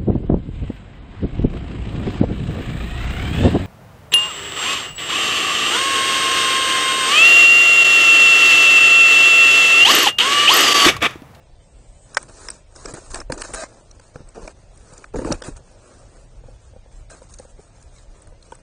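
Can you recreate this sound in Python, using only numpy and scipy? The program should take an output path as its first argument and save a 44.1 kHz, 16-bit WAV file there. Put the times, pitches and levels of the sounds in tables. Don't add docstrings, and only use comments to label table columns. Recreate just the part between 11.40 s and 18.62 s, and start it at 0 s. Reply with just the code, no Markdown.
import sys
import numpy as np
from scipy import signal
from scipy.io import wavfile
from scipy.ndimage import uniform_filter1d, minimum_filter1d

SR = 44100
rng = np.random.default_rng(int(sys.argv[2]) if len(sys.argv) > 2 else 0)


def voltage_ratio(level):
    return 10 ** (np.asarray(level, float) / 20)


def to_wav(s):
    ch = np.atleast_2d(s).T
    pcm = np.round(np.clip(ch, -1, 1) * 32767)
    wavfile.write(sys.argv[1], SR, pcm.astype(np.int16))


N = 318402


def evened(x):
    return x / np.sqrt(np.mean(x ** 2) + 1e-20)


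def coloured(x, points, size=2048):
    f, db = np.transpose(points)
    hz = abs(np.fft.fftfreq(size, 1 / SR)) + 1
    gain_db = np.interp(np.log(hz), np.log(f), db, left=-70, right=-70)
    spectrum = np.exp(np.conj(signal.hilbert(np.log(voltage_ratio(gain_db)))))
    taps = np.fft.ifft(spectrum).real[:size // 2]
    return signal.oaconvolve(x, taps / np.linalg.norm(taps))[:len(x)]


def add(mix, s, sound):
    part = mix[max(round(s * SR), 0):][:len(sound)]
    part += sound[:len(part)]


def grains(per_s, spread_db, clump_db, clump_s):
    chance, size = rng.random(N), rng.exponential(1, N)
    sign, slow = rng.standard_normal(N), rng.standard_normal(N)
    width = max(round(clump_s * SR), 2)
    clumps = evened(uniform_filter1d(uniform_filter1d(slow, width), width))
    clumps = np.clip(clumps, -3, 1.2)
    level_db = spread_db * np.minimum(size, 2.5) + clump_db * clumps
    return evened((chance < per_s / SR) * sign * voltage_ratio(level_db))


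def ring(hz, t60, rise_s):
    t = np.arange(SR // 8) / SR
    rise = 1 - np.exp(-t / max(rise_s, 1e-5))
    mode = rise * voltage_ratio(-60 * t / max(t60, .003)) * np.sin(2 * np.pi * hz * t)
    return mode / abs(mode).max()


# (frequency [Hz], level [dB])
AIR_TONE = [(59, -25), (100, 6.5), (215, -9), (389, -17.5), (560, -7), (1010, -19), (1120, -30.5),
            (2100, -23), (5570, -28), (6740, -28), (7420, -54), (8320, -23.5), (9700, -59), (12600, -71),
            (21300, -120)]


def air():
    frames = N // 256 + 5
    a, b, patches = rng.standard_normal((frames, 513, 3)).T
    patches = evened(uniform_filter1d(uniform_filter1d(patches, 14, 0), 10, 1))
    spectrum = (a + 1j * b) * voltage_ratio(2.0 * patches)
    hiss = signal.istft(spectrum, nperseg=1024, noverlap=768)[1][:N]
    return voltage_ratio(-54.5) * evened(coloured(hiss, AIR_TONE))


# (time [s], level [dB])
ROCKING = [(0.0, -47), (0.06, -48), (1.2, -49.5), (1.87, -39), (2.51, -50.5), (2.79, -44), (3.62, -49.5),
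           (3.92, -34), (4.02, -50), (4.15, -40), (4.46, -55), (4.641, -44), (7.22, -50)]
# (frequency [Hz], level [dB])
POST_TONE = [(12, -26), (25, -0.5), (45, -4), (80, -11), (120, -16), (200, -41.5)]
# (time [s], peak level [dB])
JOLTS = [(1.538, -27.5), (1.9, -20.5), (2.7575, -27.5), (2.8058, -34), (3.032, -36), (3.528, -36.5),
         (4.083, -24.5), (6.189, -37.5)]
# (time [s], peak level [dB], swing pitch [Hz])
SWINGS = [(1.454, -34.5, 32), (1.755, -27.5, 23.7), (1.892, -34, 39.2), (2.129, -30.5, 36.5),
          (2.834, -35.5, 30), (3.021, -31.5, 36), (3.759, -31.5, 48.2), (3.835, -26, 49.5),
          (3.9, -22.5, 38), (4.105, -30.5, 35.7), (5.52, -33, 32.7), (6.672, -33.5, 31)]


def frame():
    slow = rng.standard_normal(N)
    lumps_db = 3.1 * evened(uniform_filter1d(uniform_filter1d(slow, size=2500), size=2500))
    rocking_db = np.interp(np.arange(N) / SR, *np.transpose(ROCKING)) + lumps_db
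    out = voltage_ratio(rocking_db) * evened(coloured(rng.standard_normal(N), POST_TONE, size=16384))
    push_s, push_db = 0.0005, -0.5
    u = np.arange(SR // 8) / SR / push_s
    jolt = ring(150, t60=0.068, rise_s=0.00032) / 2 + voltage_ratio(push_db) * u * np.exp(1 - u)
    for s, db in JOLTS:
        add(out, s, voltage_ratio(db) * jolt)
    for s, db, hz in SWINGS:
        swing = ring(hz, t60=0.19, rise_s=0.012)
        add(out, s, voltage_ratio(db) * swing * signal.windows.tukey(SR // 8, .3))
    return out


# (start [s], length [s], rustle level [dB], weight level [dB])
HEAD_SHOVES = [(0.757, 0.08, -51, -50.5), (0.877, 0.035, -54, -49), (1.35, 0.13, -49.5, -53.5),
               (1.438, 0.025, -51, -40), (1.474, 0.051, -46.5, -42), (1.518, .012, -68, -55),
               (1.534, .045, -46, -39.5), (1.576, 0.13, -51.5, -53), (1.701, 0.072, -43, -48.5),
               (1.734, 0.085, -47, -38.5), (1.893, 0.026, -58.5, -38.5), (1.922, 0.02, -42, -36),
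               (1.949, 0.025, -56, -43), (1.973, 0.05, -45.5, -41.5), (1.992, 0.031, -42, -50),
               (2.033, 0.026, -36, -40), (2.065, 0.12, -47.5, -43), (2.132, 0.042, -37, -44),
               (2.17, 0.031, -38.5, -48), (2.188, .05, -36, -48.5), (2.25, 0.16, -59.5, -51),
               (2.737, .08, -62.5, -49.5), (2.944, 0.079, -58, -42), (3.014, 0.099, -52.5, -45.5),
               (3.733, 0.019, -56.5, -38.5), (3.757, 0.025, -46, -39.5), (3.785, 0.062, -51.5, -40),
               (3.85, 0.097, -45.5, -35), (3.928, 0.085, -55.5, -50), (4.022, 0.011, -63, -39),
               (4.034, 0.056, -42.5, -40.5), (4.1, 0.034, -55.5, -51), (4.142, .06, -63.5, -54),
               (4.16, 0.017, -48, -55), (5.695, 0.053, -50, -50.5), (5.737, 0.052, -54.5, -52.5),
               (5.984, 0.071, -56, -58.5)]
# (start [s], length [s], rustle level [dB], weight level [dB])
LIP_SWEEPS = [(0.305, 0.18, -75, -57), (0.612, 0.34, -55, -55), (0.86, 0.37, -47.5, -49),
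              (1.273, 0.3, -55.5, -59), (2.392, 0.23, -63.5, -59.5), (2.536, 0.22, -60.5, -60),
              (2.798, 0.19, -65.5, -59.5), (3.104, 0.21, -66, -61), (3.267, 0.27, -60.5, -58),
              (3.399, 0.32, -55.5, -52.5), (4.178, 0.25, -63.5, -59.5), (4.332, 0.41, -59, -52.5),
              (4.61, 0.31, -62, -57), (4.85, 0.21, -69, -62.5), (5.019, 0.18, -65, -58),
              (5.171, 0.18, -62.5, -71), (5.459, 0.21, -63.5, -61.5), (5.775, 0.12, -58.5, -59),
              (5.873, 0.12, -51.5, -62.5), (6.057, 0.081, -58, -67), (6.133, 0.2, -60, -65),
              (6.265, 0.28, -62, -60.5), (6.48, 0.21, -59, -67.5), (6.645, 0.32, -64, -57),
              (6.984, 0.24, -59.5, -59.5), (7.096, 0.15, -69, -59.5)]


def moves():
    t = np.arange(0, N + 64, 64) / SR
    attack_s, release_s, sag_db = 0.006, 0.0064, -2
    rest_db = np.array([-73.5, -64])
    power = voltage_ratio(2 * rest_db)[:, None] * np.ones(len(t))
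    for start, length, *levels in HEAD_SHOVES:
        u = t - start
        shape = np.clip(u / attack_s, 0, 1) * np.exp(-np.maximum(u - length, 0) / release_s)
        shape = shape * voltage_ratio(sag_db * np.clip(u / length, 0, 1))
        power = power + (voltage_ratio(np.array(levels))[:, None] * shape) ** 2
    for start, length, *levels in LIP_SWEEPS:
        arch = abs(np.sin(np.pi * np.clip((t - start) / length, 0, 1))) ** 1.2
        power = power + (voltage_ratio(np.array(levels))[:, None] * arch) ** 2
    return [np.interp(np.arange(N) / SR, t, 10 * np.log10(p)) for p in power]


# (frequency [Hz], level [dB])
FINE_TONE = [(5200, -27.5), (6600, 0), (8000, 1), (9600, -1.5)]
HUSK_TONE = [(2800, -27.5), (3800, -4.5), (5200, -3), (6400, -1), (8000, -27)]
SCRAPE_TONE = [(500, -21), (800, 1.5), (1300, 3), (1800, -2.5), (2100, -12), (2500, -5.5), (3300, -18.5),
               (5000, -40)]
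TRAY_TONE = [(90, -46.5), (180, -5), (300, 1), (500, 0.5), (680, -1), (1000, -34), (2000, -44)]


def feeding():
    fine_db, tray_db = moves()
    rustle_up, weight_up = fine_db + 55, tray_db + 55
    husks_db = 0.78 * rustle_up + 0.28 * weight_up - 59
    scrape_db = 0.5 * rustle_up + 0.57 * weight_up - 56.5
    touch = grains(per_s=9000, spread_db=-3.0, clump_db=3.5, clump_s=0.0013)
    slips = grains(per_s=1600, spread_db=1.5, clump_db=1.5, clump_s=.006)
    seeds = coloured(voltage_ratio(fine_db) * touch, FINE_TONE)
    husks = coloured(voltage_ratio(husks_db) * touch[::-1], HUSK_TONE)
    scrape = coloured(voltage_ratio(scrape_db) * evened(touch + 0.27 * slips), SCRAPE_TONE)
    drumming = coloured(voltage_ratio(tray_db) * slips, TRAY_TONE)
    return seeds + husks + scrape + drumming


# (frequency [Hz], level [dB])
SNOW_TONE = [(5800, -26), (7000, -3.5), (8300, 0), (9200, -10)]


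def snow():
    t = np.arange(N) / SR
    start_s, end_s = 0.2, 0.67
    level = voltage_ratio(np.interp(t, [start_s, end_s], [-69, -57])) * (t > start_s) * (t < end_s)
    return coloured(uniform_filter1d(level, size=1500) * rng.standard_normal(N), SNOW_TONE)


# (time [s], bright level [dB], woody level [dB], die-away t60 [s],
# shell pitch [Hz])
ROOF_SNAPS = [
    (0.7464, -22, -33, 0.013, 5800),
    (0.75, -34, -46, 0.0092, 5800),
    (0.7704, -15.5, -31, 0.022, 5270),
    (0.7692, -19, -29, 0.024, 7030),
    (0.7738, -19, -27, 0.017, 5900),
    (0.7685, -25, -42, 0.02, 9300),
]
# (time [s],
# bright level [dB], woody level [dB], shell pitch [Hz], wood pitch [Hz])
HUSK_CRACKS = [(0.8279, -30, -36, 8630, 1020), (1.0855, -20.5, -24, 5380, 1600),
               (1.1019, -20.5, -32.5, 8300, 1556), (1.457, -24, -30, 7900, 1400),
               (1.483, -31.5, -34, 7450, 1500), (1.538, -27, -33, 9330, 790),
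               (1.7439, -23, -20.5, 4390, 1670), (1.756, -23.5, -28, 8000, 1840),
               (1.744, -21.5, -32, 8680, 2500), (1.8021, -27, -30.5, 5270, 1540),
               (1.8998, -43, -26.5, 6550, 900), (1.921, -19, -18.5, 4700, 870),
               (1.976, -31, -37, 6700, 840), (1.98, -36, -41, 7400, 800),
               (2.0181, -21.5, -23.5, 8020, 1330), (2.019, -25, -22.5, 4500, 2440),
               (2.1361, -24, -23, 8630, 760), (2.1448, -17, -23.5, 9250, 1460),
               (2.2355, -26, -27, 7400, 1660)]
LATER_CRACKS = [(2.597, -37.5, -39.5, 6170, 785), (2.7575, -44.5, -34.5, 6800, 1100),
                (3.076, -29, -29.5, 5800, 2340), (3.6413, -44, -30.5, 6400, 1510),
                (3.6406, -48, -38.5, 3300, 2500), (3.7576, -35, -28.5, 6860, 1140),
                (3.786, -30.5, -24, 6990, 850), (3.819, -41, -30, 7000, 646),
                (3.8465, -38, -27, 8170, 1170), (3.9154, -25.5, -20.5, 4300, 1390),
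                (3.922, -17.5, -28, 6270, 2690), (3.9214, -22, -26, 4450, 930),
                (4.021, -27, -29.5, 5280, 1430), (4.02, -35, -29.5, 8410, 3400),
                (4.1668, -41.5, -46, 5900, 1520), (5.7, -42, -42, 7870, 1560),
                (7.12, -43.5, -41, 8160, 3140), (1.813, -47, -28.5, 8550, 1145),
                (4.037, -42, -34, 5330, 3390), (6.562, -42.5, -46, 6000, 2260),
                (6.584, -38.5, -48, 4000, 1970), (6.872, -44, -50, 8600, 1200),
                (3.487, -42.5, -57, 8030, 1500), (3.504, -50, -51, 6950, 2000),
                (5.736, -44, -42, 8500, 1490), (5.083, -51, -48.5, 6000, 1100)]
# (time [s], level [dB], shell pitch [Hz])
LIP_TICKS = [(1.1128, -31, 5360), (1.3614, -33, 5100), (1.508, -33, 7420), (1.699, -44, 9000),
             (1.7145, -30.5, 6600), (1.9215, -20.5, 8550), (2.01, -27, 8800), (2.5119, -38, 6000),
             (2.5112, -40.5, 4000), (3.9235, -12, 5580), (1.538, -30, 8000), (1.803, -32.5, 7570),
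             (1.457, -25.5, 5410), (2.8885, -36, 8340), (2.9465, -46, 6000), (3.3582, -43.5, 9150),
             (3.3747, -40, 8490), (3.535, -38.5, 7640), (3.578, -29.5, 6650), (4.3894, -48, 8000),
             (4.7683, -46, 8100), (5.0753, -50, 6850), (5.525, -48, 8500), (5.5632, -46, 7200),
             (5.8288, -43, 7950), (5.939, -33, 6450), (5.943, -40, 8870), (5.9858, -33.5, 6430),
             (5.99, -37.5, 4000), (5.997, -33.5, 8560), (6.1, -48.5, 6560), (6.426, -39.5, 7120),
             (6.82, -42.5, 8430), (7.026, -37, 4000), (7.065, -44, 8200), (7.152, -37.5, 8100)]
# (frequency [Hz], level [dB])
SEED_TONE = [(2500, -7.5), (3600, -8), (4800, -0.5), (6500, -3.5), (8500, -0.5), (10400, -10.5)]


def cracks():
    bright, woody, t = np.zeros(N), np.zeros(N), np.arange(2000) / SR
    crack_t60, tick_t60, rise_s = 0.015, 0.015, .0019
    shell_width_hz, wood_width_hz = 1100, 280
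    snaps = [(s, db, woody_db, crack_t60, hz, wood_hz)
             for s, db, woody_db, hz, wood_hz in [*HUSK_CRACKS, *LATER_CRACKS]]
    snaps += [(s, db, db - 15, tick_t60, hz, hz / 4) for s, db, hz in LIP_TICKS]
    snaps += [(*row, 1500) for row in ROOF_SNAPS]
    noises = rng.standard_normal((len(snaps), 2, 2000))
    for (s, bright_db, woody_db, t60, hz, wood_hz), noise in zip(snaps, noises):
        shape = (1 - np.exp(-(t / rise_s) ** 2)) * voltage_ratio(-60 * t / max(t60, .004))
        shape = shape / shape.max()
        shell = signal.lfilter(*signal.iirpeak(hz, hz / shell_width_hz, SR), noise[0])
        burst = evened(shell) + .55 * noise[0]
        burst = burst + 0.9 * np.roll(burst, round(3 * SR / hz))
        add(bright, s - .001, voltage_ratio(bright_db - 11.5) * evened(burst) * shape)
        splinter = noise[1] * shape
        grain = signal.lfilter(*signal.iirpeak(wood_hz, wood_hz / wood_width_hz, SR), splinter)
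        add(woody, s - .0005, voltage_ratio(woody_db - 5.0) * 0.54 * coloured(splinter, SCRAPE_TONE))
        add(woody, s - .0005, voltage_ratio(woody_db + 10.0) * grain)
    return coloured(bright, SEED_TONE) + woody


# (delay [s], level [dB])
BOUNCES = [
    (0, 5.5),
    (.00066, -7.5),
    (.00197, -11),
    (.0033, -6.5),
    (.0039, -3),
    (.0078, -10),
]
# (frequency [Hz], level [dB], die-away t60 [s])
ROOF_RING = [(591, -10.5, 0.055), (874, -1.5, 0.025), (1100, -3.5, 0.025), (1336, -4.5, 0.029),
             (1540, 1, 0.016), (1870, 0, 0.022), (2280, -9.5, 0.032)]


def antler():
    blow_s, blow_db = .7703, -15
    panel = -sum(voltage_ratio(db) * ring(hz, 0.68 * t60, 0.000177) for hz, db, t60 in ROOF_RING)
    out = np.zeros(N)
    add(out, blow_s - .0003, voltage_ratio(-4) * np.hanning(12))
    for delay, db in BOUNCES:
        add(out, blow_s + delay, voltage_ratio(blow_db + db) * panel)
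    return signal.sosfilt(signal.butter(2, 520, "high", fs=SR, output="sos"), out)


# (time [s], peak level [dB], board pitch [Hz])
BOARD_KNOCKS = [(1.361, -42.5, 334), (1.452, -27.5, 418), (1.537, -27, 323), (1.742, -27.5, 350),
                (1.759, -29, 700), (1.899, -17.5, 525), (1.923, -23, 264), (1.971, -31, 337),
                (2.137, -28, 494), (2.235, -22.5, 636), (2.757, -29.5, 487), (2.805, -42, 235),
                (2.976, -26, 437), (3.022, -36, 466), (3.034, -43, 263), (3.076, -28, 623),
                (3.74, -23, 451), (3.757, -17.5, 452), (3.787, -18.5, 235), (3.817, -22, 320),
                (3.85, -15.5, 306), (3.872, -19.5, 459), (3.905, -11.5, 258), (3.918, -15.5, 562),
                (3.933, -22.5, 324), (4.018, -28, 507), (4.085, -23.5, 291), (6.192, -36, 418),
                (7.121, -29.5, 929)]
# (time [s], peak level [dB], board pitch
# [Hz])
MORE_KNOCKS = [(3.743, -18.5, 464), (3.767, -21, 315), (3.777, -25.5, 285), (3.79, -20, 520),
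               (3.801, -32, 402), (3.809, -30.5, 328), (3.821, -23.5, 486), (3.831, -26, 295),
               (3.846, -28, 590), (3.86, -25, 358), (3.881, -30, 405), (3.893, -22.5, 280),
               (3.903, -26.5, 877), (3.908, -17.5, 301), (3.945, -34, 346), (3.914, -17.5, 175),
               (3.753, -23, 165), (3.852, -22.5, 168), (1.459, -32, 520), (1.477, -30, 330),
               (1.51, -35, 303), (1.582, -36, 353), (1.931, -36, 446), (1.981, -33, 534), (2.956, -38, 462),
               (2.967, -34, 404), (4.1, -36.5, 388), (7.122, -34.5, 520)]
# (time [s], peak level [dB])
CHIN_TAPS = [(2.597, -42), (3.53, -45), (4.355, -44), (4.782, -50), (5.037, -39.5), (5.084, -34.5),
             (5.334, -41.5), (5.361, -36), (5.459, -44.5), (5.779, -54), (5.818, -36), (5.997, -30),
             (6.05, -38.5), (6.922, -43.5)]
# (pitch factor [ratio], level [dB], die-away factor [ratio])
BOARD_RING = [(1, 3.5, 0.62), (0.508, -5.5, 0.53), (1.728, -8.5, 0.99), (3, -15.5, 0.31)]


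def knocks():
    out = np.zeros(N)
    blows = [(s, db, hz, 0.047 * (400 / hz) ** 0.17) for s, db, hz in [*BOARD_KNOCKS, *MORE_KNOCKS]]
    blows += [(s, db, 519, 0.041) for s, db in CHIN_TAPS]
    detunes = rng.uniform(0.846, 1.107, (len(blows), len(BOARD_RING)))
    for (s, db, hz, t60), detune in zip(blows, detunes):
        for (factor, part_db, shorter), d in zip(BOARD_RING, detune):
            part_hz = hz * factor * d if factor != 1 else hz
            add(out, s, voltage_ratio(db - 4.0 + part_db) * ring(part_hz, t60 * shorter, 0.0025))
    return out


# (start [s], length [s], level [dB], lowest tone level [dB])
ANTLER_DRAGS = [
    (2.145, .11, -40, 4),
    (4.037, 0.049, -45.5, -3),
    (5.7, .05, -52, -2),
    (2.035, .028, -43, -5),
]
# (frequency [Hz], width [Hz], level [dB])
BOARD_HUM = [(657, 28, 0), (1238, 35, -2.5), (1567, 50, -3), (2500, 54, -13), (4000, 110, -9),
             (5300, 65, -13)]


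def drags():
    out = np.zeros(N)
    rubs = rng.standard_normal((len(ANTLER_DRAGS), SR // 4))
    for (start, length, db, low_db), rub in zip(ANTLER_DRAGS, rubs):
        modes = []
        for hz, width_hz, mode_db in BOARD_HUM:
            tone = signal.lfilter(*signal.iirpeak(hz, hz / width_hz, SR), rub)
            modes.append(voltage_ratio(mode_db) * evened(tone))
        hum = (voltage_ratio(low_db) * modes[0] + sum(modes[1:]))[-round(length * SR):]
        add(out, start, voltage_ratio(db) * hum * signal.windows.tukey(len(hum), .3))
    return out


def scene():
    mix = air() + frame() + feeding() + snow() + cracks() + antler() + knocks() + drags()
    return mix[None]


def coarse(x, step_db, scatter_db, top_hz, size, band_count, group_size):
    n, k = np.arange(2 * size)[:, None] + .5, np.arange(size) + .5
    window = np.sin(np.pi * n / (2 * size))
    basis = window * np.cos(np.pi / size * (n + size / 2) * k) * np.sqrt(2 / size)
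    rows = np.pad(x, (size, 2 * size - len(x) % size)).reshape(-1, size)
    lines = (np.hstack([rows[:-1], rows[1:]]) @ basis).reshape(len(rows) - 1, band_count, -1)
    own = np.sqrt((lines ** 2).mean(2)) + 1e-9
    masker = -minimum_filter1d(minimum_filter1d(-own, group_size, 0), 3, 1)
    level = own ** .55 * masker ** .45
    band_hz = np.arange(band_count) * SR / 2 / band_count
    fine_db = -30 * np.exp(-band_hz / 700)
    scatter = scatter_db * rng.standard_normal(level.shape)
    step = (np.minimum(level, voltage_ratio(-26.5)) * voltage_ratio(step_db + fine_db + scatter))[..., None]
    kept = (np.round(lines / step) * step).reshape(-1, size)
    edge_hz = top_hz + 100 * rng.standard_normal((len(lines), 1))
    blocks = (kept * (k * SR / 2 / size < edge_hz)) @ basis.T
    return (blocks[1:, :size] + blocks[:-1, size:]).ravel()[:len(x)]


def low_pass(x):
    return signal.sosfilt(signal.butter(12, 10950, fs=SR, output="sos"), x)


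def record(dry):
    band_limit = signal.firwin(101, 10400, window=("kaiser", 8), fs=SR)
    x = signal.oaconvolve(dry[0], band_limit, "same")
    treble = np.diff(x, prepend=0) ** 2
    sudden = uniform_filter1d(treble, 128) > 4.6 * uniform_filter1d(treble, 1536, origin=640)
    near_sudden = uniform_filter1d(1. * sudden, 1280) > 1e-6
    short = uniform_filter1d(1. * near_sudden, 256)
    steady = coarse((1 - short) * x, 8.0, 5.0, 9600, size=1024, band_count=128, group_size=1)
    quick = coarse(short * x, 3.0, 4.0, 11000, size=128, band_count=32, group_size=7)
    mix = (1 - short ** 4) * steady + quick
    return low_pass(mix[None])


dry = scene()
out = record(dry)
to_wav(out)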